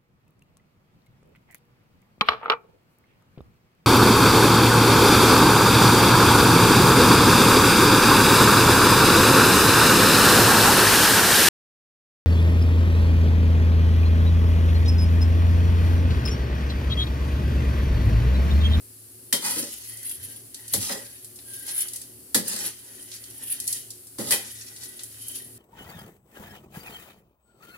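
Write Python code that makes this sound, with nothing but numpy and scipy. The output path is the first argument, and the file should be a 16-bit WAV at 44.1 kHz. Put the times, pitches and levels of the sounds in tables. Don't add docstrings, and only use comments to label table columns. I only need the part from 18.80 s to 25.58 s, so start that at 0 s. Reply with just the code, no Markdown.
import sys
import numpy as np
from scipy import signal
from scipy.fft import rfft, irfft, next_fast_len
from scipy.io import wavfile
from scipy.ndimage import map_coordinates

SR = 44100
rng = np.random.default_rng(int(sys.argv[2]) if len(sys.argv) > 2 else 0)


def unload_wav(signal):
    wavfile.write(
        sys.argv[1],
        SR,
        np.round(np.clip(np.atleast_2d(signal).T, -1, 1) * 32767).astype(np.int16),
    )


N = 298998


# frequency in Hz, relative density in dB per Hz.
CLASH_SPECTRUM = [(300, -41), (700, -5.5), (1000, -4.5), (1500, -5.5), (2000, 2), (2600, -11), (3400, 1),
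                  (4600, 3.5), (6500, 0.5), (9000, 6), (11000, 7.5), (14000, -5), (16000, -6)]
# start in seconds, clash, thud and clang levels in dB before the trims,
# clash t60 in seconds, thud's low and high edges in Hz, clang centre in Hz, clash tilt in dB per octave.
SPATULA_BLOWS = [(0.5261, -13.5, -33, -26, 0.18, 104, 674, 3480, -0.5),
                 (1.936, -14.5, -33.5, -39, 0.13, 118, 686, 884, 1.5),
                 (2.0948, -30.5, -35.5, -53, 0.26, 201, 1200, 980, -5.5),
                 (2.148, -42, -42, -50, 0.17, 320, 1060, 1960, 2),
                 (3.5454, -12, -28, -28, 0.19, 97, 690, 1820, 0.5),
                 (5.385, -31.5, -31, -44, 0.48, 105, 786, 1100, 1),
                 (5.5079, -15, -43, -31.5, 0.21, 108, 800, 2000, 1),
                 (5.5206, -16.5, -34, -22.5, 0.22, 400, 1510, 2390, 1)]


def blows(clash_trim_db=-1, thud_trim_db=3, clang_trim_db=0, thud_t60=0.34, bloom_s=0.0011,
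          crack=0.35, crack_t60=0.011):
    out = np.zeros((2, N))
    t = np.arange(SR // 3) / SR
    attack = 1 - np.exp(-t / .0003)
    bloom = 1 - np.exp(-t / bloom_s)
    for start, clash_db, thud_db, clang_db, t60, low_hz, high_hz, centre_hz, tilt_db in SPATULA_BLOWS:
        dying = amp(-60 * t / t60) + crack * amp(-60 * t / crack_t60)
        noise = coloured(rng.standard_normal((2, len(t))), tilted(CLASH_SPECTRUM, tilt_db))
        clash = amp(clash_db + clash_trim_db) * noise * dying
        bowl = wok(rng.standard_normal((2, len(t))), low_hz, high_hz)
        thud = amp(thud_db + thud_trim_db - 60 * t / thud_t60) * bowl * bloom
        metal = (clash + amp(clang_db + clang_trim_db) * clang(t, centre_hz)) * attack
        add(out, start, metal * amp([[.7], [-.7]]) + thud * amp([[-1], [1]]))
    return out


# frequency in Hz, width in Hz, relative level in dB.
WOK_MODES = [(123, 24, 0.5), (195.7, 13, 9), (233.5, 46, 3.5), (340, 70, -2), (416, 48, -1.5),
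             (476.5, 42, 0), (559.5, 26.6, 3), (710, 140, -11.5), (817, 50, -3), (950, 50, -8),
             (1054, 76, -11), (1264, 55, -9.5), (1447, 190, -8.5), (1682, 60, -4), (1776, 81, -2),
             (1957, 152, 0.5), (2165, 43, -11.5), (2406, 5.4, -1.5), (2560, 140, -4.5), (2910, 110, -3),
             (3160, 35, 4.5), (3300, 19, -23), (3683, 16, 5.5), (3800, 110, -2.5)]


def clang(t, centre_hz, t60=0.17, octaves=0.38, scatter_db=-3.5):
    hz, _, db = np.transpose(WOK_MODES)
    favour = np.exp(-np.log2(hz / centre_hz) ** 2 / (2 * octaves ** 2))
    level = amp(db + scatter_db * rng.standard_normal((2, len(hz)))) * favour
    phase = 2 * np.pi * rng.random((2, len(hz), 1))
    ring = (level[..., None] * np.sin(2 * np.pi * hz[:, None] * t + phase)).sum(axis=1)
    return unit(ring) * amp(-60 * t / t60)


def wok(x, low_hz, high_hz):
    def response(hz):
        modes = 0
        for k, (centre, width, db) in enumerate(WOK_MODES):
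            damping = 1j * hz * width
            modes = modes + (-1) ** k * amp(db) * damping / (centre ** 2 - hz ** 2 + damping)
        edges = (1j * hz / (low_hz + 1j * hz)) ** 3 / (1 + 1j * hz / high_hz) ** 3
        return modes * edges
    return unit(filtered(spread(x), response))


# frequency in Hz, relative density in dB per Hz.
RASP_SPECTRUM = [(530, -32), (900, -30), (1070, -36), (1260, -4), (1370, -32), (1900, -14), (2220, -20),
                 (2450, -10), (2760, -11.5), (4570, -3.5), (6800, -4), (10500, 0.5), (16000, -20.5)]
PUSH_ATTACK_S, PUSH_RELEASE_DB_PER_S = 0.051, 222
# start and end in seconds, rasp, pan body and grind levels
# in dB before the trims, easing in dB per second (negative builds up).
BLADE_PUSHES = [(0.599, 0.709, -27.5, -43.5, -32, 0), (0.728, 0.836, -32, -38, -42.5, 12),
                (1.981, 2.131, -28, -49, -43, 10), (3.632, 3.863, -31, -41.5, -39.5, 3),
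                (5.377, 5.416, -32, -52, -36.5, 0), (5.449, 5.523, -32, -38, -63, -5)]


def scrape(rasp_trim_db=0, body_trim_db=-2, grind_trim_db=-5, clump_db=1.3):
    gains = np.zeros((3, N))
    for start, end, *levels, easing in BLADE_PUSHES:
        push = stroke(start, end, easing, PUSH_ATTACK_S, PUSH_RELEASE_DB_PER_S)
        gains += amp(levels)[:, None] * push
    rasp, body, grind = gains
    catches = grains(2000, 4.1) * amp(clump_db * wobble(90))
    edge = coloured(sheet(catches, t60=.05, direct=.7), RASP_SPECTRUM)
    shaking = sheet(catches, t60=0.047, direct=0.51)
    bowl = amp(body_trim_db) * body * wok(shaking, 172, 1040) * amp([[-1], [1]])
    grinding = amp(grind_trim_db) * grind * wok(shaking, 650, 1610)
    return amp(rasp_trim_db) * rasp * edge + bowl + grinding


def stroke(start, end, easing_db, attack, release_db):
    t = np.arange(N) / SR
    held = np.clip(t, start, end) - start
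    lean_in = np.clip((t - start) / attack, 0, 1)
    return lean_in * amp(-easing_db * held - release_db * np.maximum(t - end, 0))


# frequency in Hz, relative density in dB per Hz.
RUSTLE_SPECTRUM = [(300, -65), (2000, -27.5), (3100, -16), (6000, -24.5), (7800, -21.5), (9000, -5.5),
                   (10600, 0.5), (12300, -8.5), (14500, -14.5), (16000, -22)]
BRUSH_SPECTRUM = [(200, -72), (1200, -15), (2800, -6.5), (4400, 0), (6500, 1.5), (8500, 0.5), (12000, -11),
                  (16000, -33)]


def noodles(rustle_trim_db=0, brush_trim_db=-1, ring_trim_db=-3, flutter_db=1.74):
    def crackles(t60):
        return sheet(grains(1600, 6.0) * amp(2.5 * wobble(60)), t60, direct=0.24)

    brush, rustle, ring = handling()
    hiss = amp(rustle_trim_db) * rustle * coloured(crackles(0.042), RUSTLE_SPECTRUM) * amp([[.6], [-.6]])
    blade = amp(brush_trim_db) * brush * coloured(crackles(0.08), BRUSH_SPECTRUM)
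    pan = amp(ring_trim_db) * ring * wok(crackles(0.028), 610, 4100)
    return hiss + amp(flutter_db * wobble(22)) * (blade + pan)


STIR_ATTACK_S, STIR_RELEASE_DB_PER_S = 0.065, 82
SLIDE_RING_DB = -18
# start and end in seconds, brushing, rustle and pan ring levels
# in dB before the trims, easing in dB per second (negative builds up).
BLADE_STIRS = [(0.81, 1.016, -38.5, -38, -49.5, 26), (1.045, 1.526, -51, -42, -57, 5),
               (1.71, 1.92, -56.5, -51, -57, -19), (2.133, 2.4, -49, -41, -51.5, 32),
               (2.652, 3.156, -47.5, -42.5, -56, 2), (3.913, 4.622, -55, -50, -59, -4),
               (4.633, 4.972, -50, -45.5, -56, -6), (5.54, 5.908, -40, -40.5, -51, 21),
               (5.937, 6.613, -52.5, -48.5, -55.5, 3)]
# peak time in seconds, rise and fall in seconds per 20 dB,
# rustle and brushing levels in dB before the trims.
NOODLE_SLIDES = [(0.795, 0.21, 0.061, -27, -43), (1.1, 0.095, 0.082, -36, -46), (1.3, 0.12, 0.12, -31, -49),
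                 (1.45, 0.12, 0.11, -37.5, -46.5), (1.94, 0.041, 0.11, -23, -30),
                 (2.74, 0.18, 0.2, -37.5, -57), (2.895, 0.066, 0.11, -30.5, -37),
                 (3.0, 0.15, 0.1, -24, -42), (3.87, 0.11, 0.06, -27.5, -38), (4.21, 0.095, 0.08, -48, -49),
                 (4.34, 0.06, 0.061, -39, -40.5), (4.73, 0.12, 0.058, -24, -38),
                 (4.89, 0.051, 0.1, -29.5, -40), (4.976, 0.11, 0.06, -34, -39.5),
                 (6.055, 0.08, 0.11, -39, -42), (6.21, 0.08, 0.08, -54, -45.5),
                 (6.42, 0.058, 0.043, -42, -44), (6.56, 0.18, 0.14, -35, -44.5)]


def handling():
    power = np.zeros((3, N))
    for start, end, *levels, easing in BLADE_STIRS:
        stir = stroke(start, end, easing, STIR_ATTACK_S, STIR_RELEASE_DB_PER_S)
        power += (amp(levels)[:, None] * stir) ** 2
    for peak, rise, fall, rustle_db, brush_db in NOODLE_SLIDES:
        levels = amp([[brush_db], [rustle_db], [rustle_db + SLIDE_RING_DB]])
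        power += (levels * swell(peak, rise, fall)) ** 2
    return np.sqrt(power)


def swell(peak, rise, fall):
    t = np.arange(N) / SR - peak
    return amp(-20 * np.maximum(-t / rise, t / fall))


# frequency in Hz, relative density in dB per Hz.
TICK_SPECTRUM = [(150, -103), (1000, -47), (2800, -20.5), (4300, -5), (6500, -4.5), (9000, 1.5), (11000, 1),
                 (13000, -11.5), (16000, -16.5)]
# start in seconds, level in dB before the trim, tilt in dB per octave.
UTENSIL_TICKS = [(1.1715, -31.5, 5), (1.2296, -31, 11), (1.294, -28, 3), (1.529, -39, 13),
                 (1.7439, -29, -3.5), (1.8793, -29, 2.5), (2.2635, -39, -7), (2.445, -32, 2),
                 (2.558, -35, 1.5), (2.588, -40.5, -14.5), (2.962, -26, 14), (3.006, -21, 5),
                 (3.084, -28.5, 0.3), (3.1338, -25.5, 3.5), (3.159, -25, 2), (3.2147, -30.5, 0.3),
                 (3.68, -19, 11), (4.2247, -35, 5), (4.3155, -34, -10.5), (4.359, -41, 3),
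                 (4.4385, -35, -5), (4.8, -21.5, 2), (4.8705, -26, 1), (4.8762, -16, 3.5),
                 (4.9265, -17.5, 1.5), (5.1042, -28.5, -1.5), (5.269, -37.5, 1), (5.962, -35.5, -7.5),
                 (6.0334, -31.5, -1), (6.1925, -32, -11.5), (6.2333, -26.5, 5.5), (6.482, -24.5, 12)]


def ticks(trim_db=-2, t60=0.041, tail_db=-14, tail_t60=0.39, rise_s=0.00071):
    out = np.zeros((2, N))
    t = np.arange(SR // 5) / SR
    shape = (amp(-60 * t / t60) + amp(tail_db - 60 * t / tail_t60)) * (1 - np.exp(-t / rise_s))
    for start, db, tilt_db in UTENSIL_TICKS:
        noise = coloured(rng.standard_normal((2, len(t))), tilted(TICK_SPECTRUM, tilt_db))
        add(out, start, amp(db + trim_db) * shape * noise)
    return out


# start and end in seconds, frequency in Hz, level in dB before the trim.
SINGING_MODES = [(0.62, 0.78, 1920, -55), (0.63, 0.76, 2475, -44.5), (1.034, 1.323, 2026, -59),
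                 (1.351, 1.613, 1620, -64), (2.058, 2.245, 1936, -51.5), (2.203, 2.341, 1630, -63),
                 (2.65, 3.079, 1603, -55), (2.86, 3.06, 2140, -55), (3.982, 4.421, 1940, -68.5),
                 (5.599, 6.302, 1950, -62), (5.6, 6.3, 1488, -68), (6.39, 6.64, 3100, -53.5)]


def singing(trim_db=1, width_hz=32, flutter_db=1.3):
    out = np.zeros((2, N))
    for start, end, centre_hz, db in SINGING_MODES:
        u = np.linspace(0, 1, max(round((end - start) * SR), SR // 20))
        noise = rng.standard_normal((2, len(u)))
        mode = filtered(noise, lambda hz: 1 / (1 + ((hz - centre_hz) / width_hz) ** 2))
        add(out, start, amp(db + trim_db) * unit(mode) * np.sqrt(4 * u * (1 - u)))
    return out * amp(flutter_db * wobble(30))


# start in seconds, level in dB before the trim.
HEAP_LANDINGS = [(1.377, -49.5), (1.469, -67), (1.925, -42.5), (3.562, -59), (4.2, -70), (5.421, -50)]


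def landings(trim_db=2, centre_hz=108, width_hz=28, swell_s=0.038):
    out = np.zeros((2, N))
    t = np.arange(SR // 3) / SR
    shape = t / swell_s * np.exp(1 - t / swell_s)
    for start, db in HEAP_LANDINGS:
        noise = rng.standard_normal((1, len(t)))
        boom = filtered(noise, lambda hz: np.exp(-((hz - centre_hz) / width_hz) ** 2))
        add(out, start, amp(db + trim_db) * unit(boom) * shape)
    return out


SIZZLE_DB = -47.5
# frequency in Hz, relative density in dB per Hz.
SIZZLE_SPECTRUM = [(530, -36.5), (900, -24.5), (1150, -15.5), (1600, -14.5), (2120, -16), (2420, -15.5),
                   (2760, -14), (3730, -15.5), (4410, -9), (6110, -12), (10800, 2.5), (12400, -4),
                   (15100, -6.5), (16000, -24)]


def sizzle():
    bubbles = np.array([grains(7000, 4), grains(7000, 3.8)])
    bubbles = bubbles + .5 * rng.standard_normal((2, N))
    level = amp(SIZZLE_DB + 0.13 * wobble(8))
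    return level * coloured(bubbles, SIZZLE_SPECTRUM) * amp([[.7], [-.7]])


STOVE_DB = -57.5
# frequency in Hz, relative density in dB per Hz.
STOVE_SPECTRUM = [(15, -61), (25, -27), (49, -18), (60, -24), (118, -6), (151, -13), (199, -16), (234, -7),
                  (284, -5.5), (334, -15), (362, -6), (419, -12), (500, -15.5), (800, -23), (1200, -33),
                  (1560, -73.5), (2640, -120)]
# frequency in Hz, width in Hz, level in dB.
KITCHEN_DRONES = [(75, 9.1, -68.5), (112.2, 11, -60), (360, 6, -66)]


def stove():
    rush = coloured(spread(rng.standard_normal((2, N))), STOVE_SPECTRUM)
    rush = rush * amp(STOVE_DB + 2.1 * wobble(5.25))
    return rush + sum(amp(db) * drone(hz, width) for hz, width, db in KITCHEN_DRONES)


def drone(hz, width):
    drift = wobble(width) + 1j * wobble(width)
    return unit(np.real(drift * np.exp(2j * np.pi * hz * np.arange(N) / SR)))


# frequency in Hz, t60 in seconds.
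ROOM_DECAY = [(150, 0.28), (700, 0.2), (3000, 0.43), (12000, 0.12)]


def kitchen(x):
    hz, t, bins = signal.stft(rng.standard_normal((2, SR // 2)), SR, nperseg=256)
    t60 = along(ROOM_DECAY, hz)[:, None]
    tail = signal.istft(bins * amp(-60 * t / t60), SR, nperseg=256)[1]
    tail = np.pad(tail / np.linalg.norm(tail[0]), ((0, 0), (SR // 250, 0)))
    return signal.fftconvolve(x, tail, axes=1)[:, :N]


def grains(rate, scatter_db):
    chance, size = rng.random(N), rng.standard_normal(N)
    sign = np.sign(rng.standard_normal(N))
    return (chance < rate / SR) * sign * amp(scatter_db * np.clip(size, -2, 2))


def sheet(x, t60, direct, count=5):
    t = np.arange(SR // 6) / SR
    ring = rng.standard_normal((count, 2, len(t))) * amp(-60 * t / t60)
    ring /= np.linalg.norm(ring, axis=2, keepdims=True)
    share = np.array([wobble(7) for _ in range(count)])
    share /= np.linalg.norm(share, axis=0)
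    rung = signal.oaconvolve((x * share)[:, None], ring, axes=2)[..., :N].sum(axis=0)
    return unit(rung + direct * np.array([x, np.roll(x, 3)]))


# frequency in Hz, correlation from 0 to 1.
STEREO_LIKENESS = [(100, 0.8), (280, 0.89), (550, 0.26), (1500, 0), (4000, 0), (15000, 0)]


def spread(pair):
    def mid_side(hz):
        turn = np.arccos(np.clip(along(STEREO_LIKENESS, hz), -1, 1)) / 2
        return np.array([np.cos(turn), np.sin(turn)])
    mid, side = filtered(pair, mid_side)
    return np.array([mid + side, mid - side])


def tilted(spectrum, tilt_db):
    return [(hz, db + tilt_db * np.log2(hz)) for hz, db in spectrum]


def coloured(x, spectrum):
    return unit(filtered(x, lambda hz: amp(along(spectrum, hz))))


def filtered(x, response):
    n = x.shape[-1]
    m = next_fast_len(n + SR // 4)
    return irfft(rfft(x, m) * response(np.fft.rfftfreq(m, 1 / SR)), m)[..., :n]


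def wobble(rate):
    return map_coordinates(rng.standard_normal(int(N * rate / SR) + 4), [np.arange(N) * rate / SR])


def along(points, hz):
    f, v = np.transpose(points)
    return np.interp(np.log(hz + 1), np.log(f), v)


def amp(db):
    return 10 ** (np.asarray(db) / 20)


def unit(x):
    return x / np.sqrt(np.mean(x ** 2) + 1e-20)


def add(track, start, sound):
    part = track[:, round(start * SR):][:, :sound.shape[1]]
    part += sound[:, :part.shape[1]]


def scene(room_db=-12):
    cooking = blows() + scrape() + noodles() + ticks() + singing() + landings()
    return cooking + amp(room_db) * kitchen(cooking) + sizzle() + stove()


TOP_HZ = 16000


def record(dry):
    return filtered(dry, lambda hz: np.clip((TOP_HZ - hz) / 200 + .5, 0, 1))


dry = scene()
out = record(dry)
unload_wav(out)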